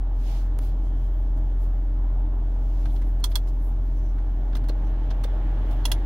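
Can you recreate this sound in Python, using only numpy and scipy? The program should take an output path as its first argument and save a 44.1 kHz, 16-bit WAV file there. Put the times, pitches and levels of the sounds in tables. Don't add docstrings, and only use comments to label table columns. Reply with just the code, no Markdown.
import sys
import numpy as np
from scipy import signal
from scipy.fft import rfft, irfft, next_fast_len
from scipy.io import wavfile
from scipy.ndimage import uniform_filter1d, map_coordinates

SR = 44100
rng = np.random.default_rng(int(sys.argv[2]) if len(sys.argv) > 2 else 0)


def natural_amplitude(level_db):
    exponent = np.asarray(level_db, float) / 20
    return 10 ** exponent


def log_audio(samples):
    frames = np.atleast_2d(samples).T
    limited = np.clip(frames, -1, 1)
    pcm = np.round(limited * 32767).astype(np.int16)
    wavfile.write(sys.argv[1], SR, pcm)


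N = 266937

QUIET_TOP_HZ, EDGE_HZ = 15780, 120


def unit(x):
    return x / np.sqrt(np.mean(x ** 2) + 1e-20)


def along(points, hz):
    f, v = np.transpose(points)
    return np.interp(np.log(hz + 1), np.log(f + 1), v)


def curves(rows):
    s, *cols = np.transpose(rows)
    return [np.interp(np.arange(N) / SR, s, c) for c in cols]


def wobble(rate):
    knots = rng.standard_normal(int(N * 40 / SR) + 4)
    return map_coordinates(knots, [np.arange(N) * min(rate, 40) / SR])


def filtered(x, response):
    n = x.shape[-1]
    m = next_fast_len(n + 4096)
    return irfft(rfft(x, m) * response(np.fft.rfftfreq(m, 1 / SR)), m)[..., :n]


def band(x, lo_hz, hi_hz):
    sos = signal.butter(2, [lo_hz, hi_hz], "bandpass", fs=SR, output="sos")
    return unit(signal.sosfilt(sos, x))


def rush(spectrum, alike, patchy_db):
    z = signal.stft(rng.standard_normal((2, N)), nperseg=512)[2]
    field = uniform_filter1d(rng.standard_normal(z.shape[1:]), size=6, axis=0)
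    field = uniform_filter1d(field, size=14, axis=1)
    pair = signal.istft(z * natural_amplitude(patchy_db * unit(field)), nperseg=512)[1][:, :N]

    def mid_side_gain(hz):
        turn = np.arccos(np.clip(along(alike, hz), -1, 1)) / 2
        return natural_amplitude(along(spectrum, hz)) * [np.cos(turn), np.sin(turn)]

    mid, side = filtered(pair, mid_side_gain)
    return unit(np.array([mid + side, mid - side]))


def add(track, s, sound, pan_db):
    start = round(s * SR)
    track[:, start:start + sound.shape[-1]] += sound * natural_amplitude([[pan_db / 2], [-pan_db / 2]])


def compressor():
    # t/s, level/dB
    load = [(0.12, -22.5), (0.15, -22.5), (1.7, -21.5), (1.73, -22), (2.24, -21), (2.28, -23), (2.86, -21),
            (3.53, -22.5), (5.71, -22), (5.9, -21.5)]
    # multiple of the shaft speed, level/dB, drift/dB
    overtone_table = [(2, -22, 1.5), (3, -31, 2.5), (4, -35, 1.5), (6, -34, 2.5), (7, -31, 1.2),
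                      (9, -37, .8)]
    # t/s, f/Hz
    shaft = [
        (0, 43.3),
        (.7, 43.3),
        (.9, 43.41),
        (3.3, 43.42),
        (3.5, 43.26),
        (4.2, 43.26),
        (4.4, 43.37),
        (6.05, 43.37),
    ]
    start_angle = 2.75
    shaft_hz = curves(shaft)[0] + 0.04 * wobble(3.04)
    turn = 2 * np.pi * np.cumsum(shaft_hz) / SR + start_angle
    tones = np.sin(turn)
    for k, db, drift_db in overtone_table:
        tones = tones + natural_amplitude(db + drift_db * wobble(5.8)) * np.sin(k * turn + rng.uniform(0, 7.42))
    buzz = natural_amplitude([[-60], [-50]]) * natural_amplitude(1.5 * wobble(4)) * np.sin(25 * turn)
    hum_db = curves(load)[0] + .3 * wobble(6)
    return np.sqrt(2) * natural_amplitude(hum_db) * (tones + buzz) * natural_amplitude([[-.1], [.1]])


def blower():
    # f/Hz, level/dB per Hz
    duct = [(15, -29.5), (30, -16), (60, -16.5), (95, -14), (130, -15), (160, -24), (190, -27), (250, -23),
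            (290, -22.5), (325, -24.5), (342, -30), (420, -39), (520, -40), (800, -96)]
    # f/Hz, level/dB per Hz
    vents = [(300, -13.5), (420, -6), (520, -12.5), (610, -4.5), (700, -9.5), (830, -7), (1000, -15.5),
             (1250, -18.5), (1750, -21.5), (2050, -26.5), (2600, -31.5), (3200, -31), (3800, -36.5),
             (6500, -59)]
    # f/Hz, likeness (1 = same)
    alike = [(60, .98), (130, .92), (290, .87), (500, .9), (800, .85), (1100, .3), (1500, .05), (4000, .08)]
    # t/s, f/Hz
    wheel_speed = [
        (0, 278),
        (3.9, 277),
        (4.4, 292),
        (4.85, 305),
        (5.3, 318),
        (5.7, 326),
        (6.05, 328),
    ]
    idle_hz = 277
    wheel_hz, = curves(wheel_speed)
    speed_db = 20 * np.log10(wheel_hz / idle_hz)
    rumble_db = -40 + 2.54 * speed_db
    rush_db = -51 + 3.56 * speed_db
    bright_db = 0.5 + 3.4 * speed_db
    tone_db = -54.5 + 2.6 * speed_db

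    swell = wobble(2.1)
    rumble = natural_amplitude(rumble_db + 0.4 * swell) * rush(duct, alike, patchy_db=1.42)
    vent = rush(vents, alike, patchy_db=1.19)
    top = filtered(vent, lambda hz: 1 / (1 + (1900 / (hz + 1)) ** 6))
    air_gain = natural_amplitude(rush_db + .35 * swell + 0.13 * wobble(11))
    air = air_gain * (vent - top + natural_amplitude(bright_db) * top)

    angle = 2 * np.pi * np.cumsum(wheel_hz) / SR
    wheel = natural_amplitude(tone_db + 1.5 * wobble(3.7)) * np.sin(angle)
    motor = natural_amplitude(tone_db - 3 + 3.4 * wobble(3)) * np.sin(.775 * angle)
    return rumble + air + wheel + motor


def dial():
    # t/s, peak level/dB, left over right/dB, ring/dB, settling/dB
    detents = [
        (3.24, -21.5, -3.5, 0.5, -8),
        (3.3548, -20, 1.5, 2, -9),
        (5.853, -19.5, -0.5, 0.5, -10.5),
        (5.9162, -18.5, 1.5, 0, -10.5),
    ]
    ring_hz = [980, 1400, 1980, 2790, 3365, 4300, 4870, 5650, 6500, 8500, 11000, 12800]
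    # turned one way left/dB, right/dB, turned back left/dB, right/dB, t60/s
    knob_modes = [(-7, -10, -13, -10, 0.052), (-11, -9, -26, -18, 0.034), (-24, -24, -16, -7, .035),
                  (-12, -23, -5, -8, 0.021), (-5, 5.5, 5.5, 4, 0.031), (-1, 3.5, -9, -3.5, 0.014),
                  (-12, -11, -8, -6, 0.028), (-11, -2, -14, -10, .028), (-14, -7, -13, -20, .035),
                  (-8, -1, -22, -15, .03), (-6, -5.5, -8, -3.5, 0.024), (-9, -6, -21, -10, .022)]
    # f/Hz, level/dB per Hz
    snap = [(410, -28), (850, -14), (1000, -10.5), (1830, -15.5), (2200, -20), (3360, -13), (4800, -13.5),
            (6330, -11.5), (6940, -13), (8600, -11), (10500, -15), (12400, -14), (15600, -21.5),
            (16300, -20)]
    # f/Hz, level/dB per Hz
    snap_back = [(410, -33), (700, -9.5), (1400, -12), (2200, -19.5), (2800, -13.5), (3940, -10),
                 (5000, -14), (6330, -10.5), (7500, -13.5), (8600, -16), (10900, -8), (12600, -21),
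                 (15600, -22), (16300, -27)]
    # f/Hz, level/dB, t60/s
    bezel_modes = [(3330, -20, .065), (3425, -23, .06), (6500, -27, .05)]
    # t/s, level/dB
    catches = [
        (3.228, -53),
        (5.8425, -48),
    ]
    chatter_t60, settle_t60 = 0.031, 0.079
    slip_s, slip_sag_db = .0065, 4
    grip_damping = .24
    unlike = .45
    track, t = np.zeros((2, N + SR)), np.arange(SR // 8) / SR

    for k, (s, db, pan_db, ring_db, settle_db) in enumerate(detents):
        back = k // 2
        chatter = natural_amplitude(-60 * t / chatter_t60) + natural_amplitude(settle_db - 60 * t / settle_t60)
        chatter = (1 - np.exp(-t / 0.00094)) * chatter
        noise = rng.standard_normal((2, len(t))) + 1.1 * rng.standard_normal(len(t))
        hiss = unit(filtered(noise, lambda hz: natural_amplitude(along([snap, snap_back][back], hz))))

        ring = np.zeros((2, len(t)))
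        for hz, (*levels, t60) in zip(ring_hz, knob_modes):
            both_db = np.c_[levels[2 * back:][:2]]
            fade_db = 60 * np.maximum(t - slip_s, 0) / (t60 * grip_damping)
            cycles = hz * t + rng.random() + unlike * rng.random((2, 1))
            ring += natural_amplitude(both_db - fade_db) * np.sin(2 * np.pi * cycles)
        drive = natural_amplitude(slip_sag_db * (.5 - np.minimum(t / slip_s, 1)))
        rattle = 1 + [.22, .35][back] * band(rng.standard_normal(len(t)), 60, 680)
        ring = ring * (1 - np.exp(-t / 0.00055)) * drive * rattle
        add(track, s, natural_amplitude(db - 2.0) * (0.64 * chatter * hiss + natural_amplitude(ring_db - 12.0) * ring), pan_db)

        bezel = np.zeros((2, len(t)))
        for hz, level, t60 in bezel_modes:
            bezel += natural_amplitude(level - 60 * t / t60) * np.sin(2 * np.pi * (hz * t + rng.random((2, 1))))
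        add(track, s, natural_amplitude(db - 18 * back) * (1 - np.exp(-t / .004)) * bezel, pan_db - 8)

    for s, db in catches:
        ping = natural_amplitude(db - 60 * t / .03) * (1 - np.exp(-t / .001)) * np.sin(2 * np.pi * 4250 * t)
        add(track, s, ping, -4)
    return track[:, :N]


def fingers():
    # t/s, peak level/dB, low part/dB, high part/dB
    touches = [(2.854, -41, 8.5, -16), (2.9596, -43.5, -3, -20), (3.0157, -52, 14.5, -6),
               (3.199, -57, 6, -1), (3.3153, -39, -2, -20), (3.47, -55, 12, -13), (4.183, -55.5, 18.5, -12),
               (4.528, -46, 6, -31), (4.639, -49.5, 8, -9.5), (5.709, -45.5, 4, -12)]
    # t/s, peak level/dB, second contact after/s, its level over the first/dB, high part/dB
    presses = [
        (4.5515, -32.5, .015, -5.5, -15.5),
        (5.104, -39.5, 0.0056, 2, -23.5),
    ]
    releases = [
        (4.685, -38.5, 0.008, 3.5, -9.5),
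        (5.2366, -37, .0035, 2.7, -8),
    ]
    second_high = [4, 1, -10, -7]
    # f/Hz, level/dB, delay/s, t60/s
    rebound = [(310, -32, .008, .045), (410, -35, .012, .035), (500, -32, .013, .04), (590, -35, .015, .03),
               (4150, -38, .009, .014)]
    rebound_top = [1, .86]
    track, t = np.zeros((2, N + SR)), np.arange(SR // 6) / SR

    # t/s, peak, low, high, 5-6 kHz body (all dB), t60/s, attack/s
    puffs = [(*row, -12, 0.053, .0019) for row in touches]
    for (s, db, lag, more_db, high_db), second_db in zip(presses + releases, second_high):
        puffs.append((s, db + 1.5, 2.5, high_db, -5.5, 0.037, 0.0013))
        puffs.append((s + lag, db + 1.5 + more_db, 2.5, high_db + second_db, -5.5, 0.037, 0.0013))

    for s, db, low_db, high_db, body_db, t60, attack in puffs:
        low, mid, body, high = rng.standard_normal((4, 2, len(t))) + rng.standard_normal((4, 1, len(t)))
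        puff = band(mid, 2750, 4800) + natural_amplitude(low_db) * band(low, 630, 1880)
        puff = puff + natural_amplitude(body_db) * band(body, 4900, 6800)
        treble = band(high, 6500, 11800) + natural_amplitude(-5) * band(high, 14500, 16400)
        puff = puff + natural_amplitude(high_db + 11.0) * unit(treble)
        add(track, s, natural_amplitude(db - 8.5 - 60 * t / t60) * (1 - np.exp(-t / attack)) * puff, 0)

    for (s, *_), top in zip(releases, rebound_top):
        for hz, db, delay, t60 in rebound:
            pitch = hz * (top if hz > 1000 else 1)
            add(track, s + delay, natural_amplitude(db - 60 * t / t60) * np.sin(2 * np.pi * pitch * t), 0)
    return track[:, :N]


def hand():
    # t/s, level/dB
    sleeve = [(0, -72), (.9, -68), (1.4, -70), (2.4, -71.5), (2.8, -61.5), (3.2, -69), (3.7, -67.5),
              (4.4, -69.5), (5.4, -67.5), (5.75, -63.5), (6.05, -66)]
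    # f/Hz, level/dB per Hz
    cloth_colour = [(1200, -23.5), (2200, 1), (4500, -2), (5800, -1), (7000, -2.5), (9900, -7.5),
                    (10500, -3.5), (11600, -5.5), (12500, -8.5), (14400, -11), (16000, -7)]
    # t/s, half length/s, level/dB, centre f/Hz, width/octaves
    brushes = [(0.325, 0.09, -55, 3200, 1.54), (0.32, .06, -56.5, 2800, .75), (.272, .02, -60, 3400, .7),
               (.39, .03, -63, 4200, .8), (2.965, .003, -61, 4200, .1), (2.963, .003, -63, 5600, .15),
               (0.649, 0.038, -56, 9600, 4.1), (.665, .045, -63.5, 3300, .6),
               (0.865, 0.025, -67.5, 6180, 0.68), (0.98, 0.22, -72, 3180, 0.09),
               (1.05, 0.041, -68.5, 7940, 1.1), (1.38, 0.015, -66, 8130, 0.88),
               (1.632, 0.027, -61.5, 10840, 1.6), (2.947, 0.039, -62, 10970, 0.85),
               (3.084, 0.024, -66.5, 10900, 0.51), (3.313, 0.018, -58, 8050, 3.6),
               (3.312, .006, -58, 13000, .3), (3.487, 0.012, -59, 5600, 0.75),
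               (3.482, .009, -64, 11000, .3), (3.658, 0.04, -62.5, 11650, 0.46),
               (2.905, .012, -63, 3600, .25), (5.732, 0.0054, -59, 3500, .25),
               (3.024, .004, -63, 5700, .06), (5.891, .012, -55, 9000, 1.2),
               (5.719, 0.017, -59.5, 10830, 0.99)]
    # t/s, level/dB
    rubs = [
        (3.985, -76),
        (4.04, -80),
        (4.062, -79),
        (4.105, -78),
        (4.87, -77),
    ]
    level_db, = curves(sleeve)
    cloth = rush(cloth_colour, [(3000, 0.13)], patchy_db=0.5)
    top = filtered(cloth, lambda hz: 1 / (1 + (8000 / (hz + 1)) ** 8))
    cloth = cloth - top + natural_amplitude(-2.5) * top
    track = np.pad(natural_amplitude(level_db + .8 * wobble(12)) * cloth, ((0, 0), (0, SR)))

    strokes = list(brushes)
    for s, db in rubs:
        for hz, more_db in ((5900, 9), (11000, 2)):
            strokes.append((s, 0.016, db + more_db, hz, 0.1))
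    t = np.arange(SR // 2) / SR
    drag = natural_amplitude(.5 * np.pad(wobble(35), (0, SR)))
    for s, half, db, centre_hz, octaves in strokes:
        colour = lambda hz: np.exp(-.5 * (np.log2((hz + 1) / centre_hz) / octaves) ** 2)
        start = max(s - .25, 0)
        stroke = np.exp(-.5 * ((t + start - s) / half) ** 2) * drag[round(start * SR):][:len(t)]
        noise = unit(filtered(rng.standard_normal((2, len(t))), colour))
        add(track, start, natural_amplitude(db) * stroke * noise, 0)
    return track[:, :N]


def grip():
    # t/s, jolt/dB, crackle/dB
    slips = [
        (0.5906, -27.5, -38.5),
    ]
    creep_s, recover_s = .004, 0.0014
    crackle_lead_s, crackle_s = 0.0018, 0.00036
    track, t = np.zeros((2, N + SR)), np.arange(-SR // 50, SR // 50) / SR
    for s, jolt_db, crackle_db in slips:
        creep = np.clip(1 + t / creep_s, 0, 1) / 2
        jolt = np.where(t < 0, creep, -np.exp(-abs(t) / recover_s) / 2)
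        burst = np.exp(-.5 * ((t + crackle_lead_s) / crackle_s) ** 2)
        crackle = burst * band(rng.standard_normal(len(t)), 5800, 13000)
        add(track, s + t[0], natural_amplitude(jolt_db) * jolt + natural_amplitude(crackle_db) * crackle, 0)
    return track[:, :N]


def cabin(x):
    # f/Hz, t60/s
    ring_time = [(500, .09), (3300, .075), (12000, .06)]
    hz, t, z = signal.stft(rng.standard_normal((2, SR // 5)), SR, nperseg=128)
    fade = natural_amplitude(-60 * t / along(ring_time, hz)[:, None])
    tail = signal.istft(z * fade, SR, nperseg=128)[1]
    return signal.fftconvolve(x, tail / np.linalg.norm(tail[0]), axes=1)[:, :N]


def whine():
    whine_hz = [15003, 15735]
    # left/dB, right/dB
    whine_levels = [(-73.5, -101), (-97, -82.5)]
    t, tones = np.arange(N) / SR, np.zeros((2, N))
    for hz, (left_db, right_db) in zip(whine_hz, whine_levels):
        gain = natural_amplitude([left_db + 3 * wobble(14), right_db + 4 * wobble(11)])
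        tones += np.sqrt(2) * gain * np.sin(2 * np.pi * hz * t)
    skirt = filtered(rng.standard_normal(N), lambda hz: np.exp(-.5 * ((hz - whine_hz[0]) / 230) ** 2))
    tones[0] += natural_amplitude(-85 + 4 * wobble(16)) * unit(skirt)
    return tones


def scene():
    soft = lambda x: filtered(x, lambda hz: np.clip((QUIET_TOP_HZ - hz) / EDGE_HZ + .5, 0, 1))
    controls = dial() + soft(fingers())
    background = soft(blower() + hand() + grip())
    return compressor() + background + controls + natural_amplitude(-7.5) * cabin(controls)


def top_cut(x):
    return signal.sosfilt(signal.butter(12, 16490, fs=SR, output="sos"), x)


def record(dry):
    # f/Hz, gain/dB
    port_l = [(45, .5), (70, 1.5), (170, -1.5), (300, 0), (1000, 2), (3000, -1), (4000, -4.5), (5300, -5.5),
              (5900, -9.5), (7000, -21), (7500, -24.5), (8100, -5), (11000, -6), (15000, 4)]
    # f/Hz, gain/dB
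    port_r = [(300, 0), (1000, 3.5), (2500, 1), (3250, 4), (3800, 3.5), (6500, 3.5), (8800, -3), (11000, 6),
              (13000, 1.5), (15000, 1.5)]
    top_hz = 16450

    def ports(hz):
        colour = natural_amplitude([along(port_l, hz), along(port_r, hz)])
        shelf = natural_amplitude(-15 * np.clip((hz - QUIET_TOP_HZ) / (4 * EDGE_HZ), 0, 1))
        return colour * shelf * np.clip((top_hz - hz) / EDGE_HZ, 0, 1)

    longer = np.pad(dry, ((0, 0), (SR, SR)), "reflect", reflect_type="odd")
    heard = filtered(longer, ports)[:, SR:-SR]
    stop = np.clip((N - np.arange(N)) / 200, 0, 1)
    return top_cut(stop * (heard + whine()))


dry = scene()
out = record(dry)
log_audio(out)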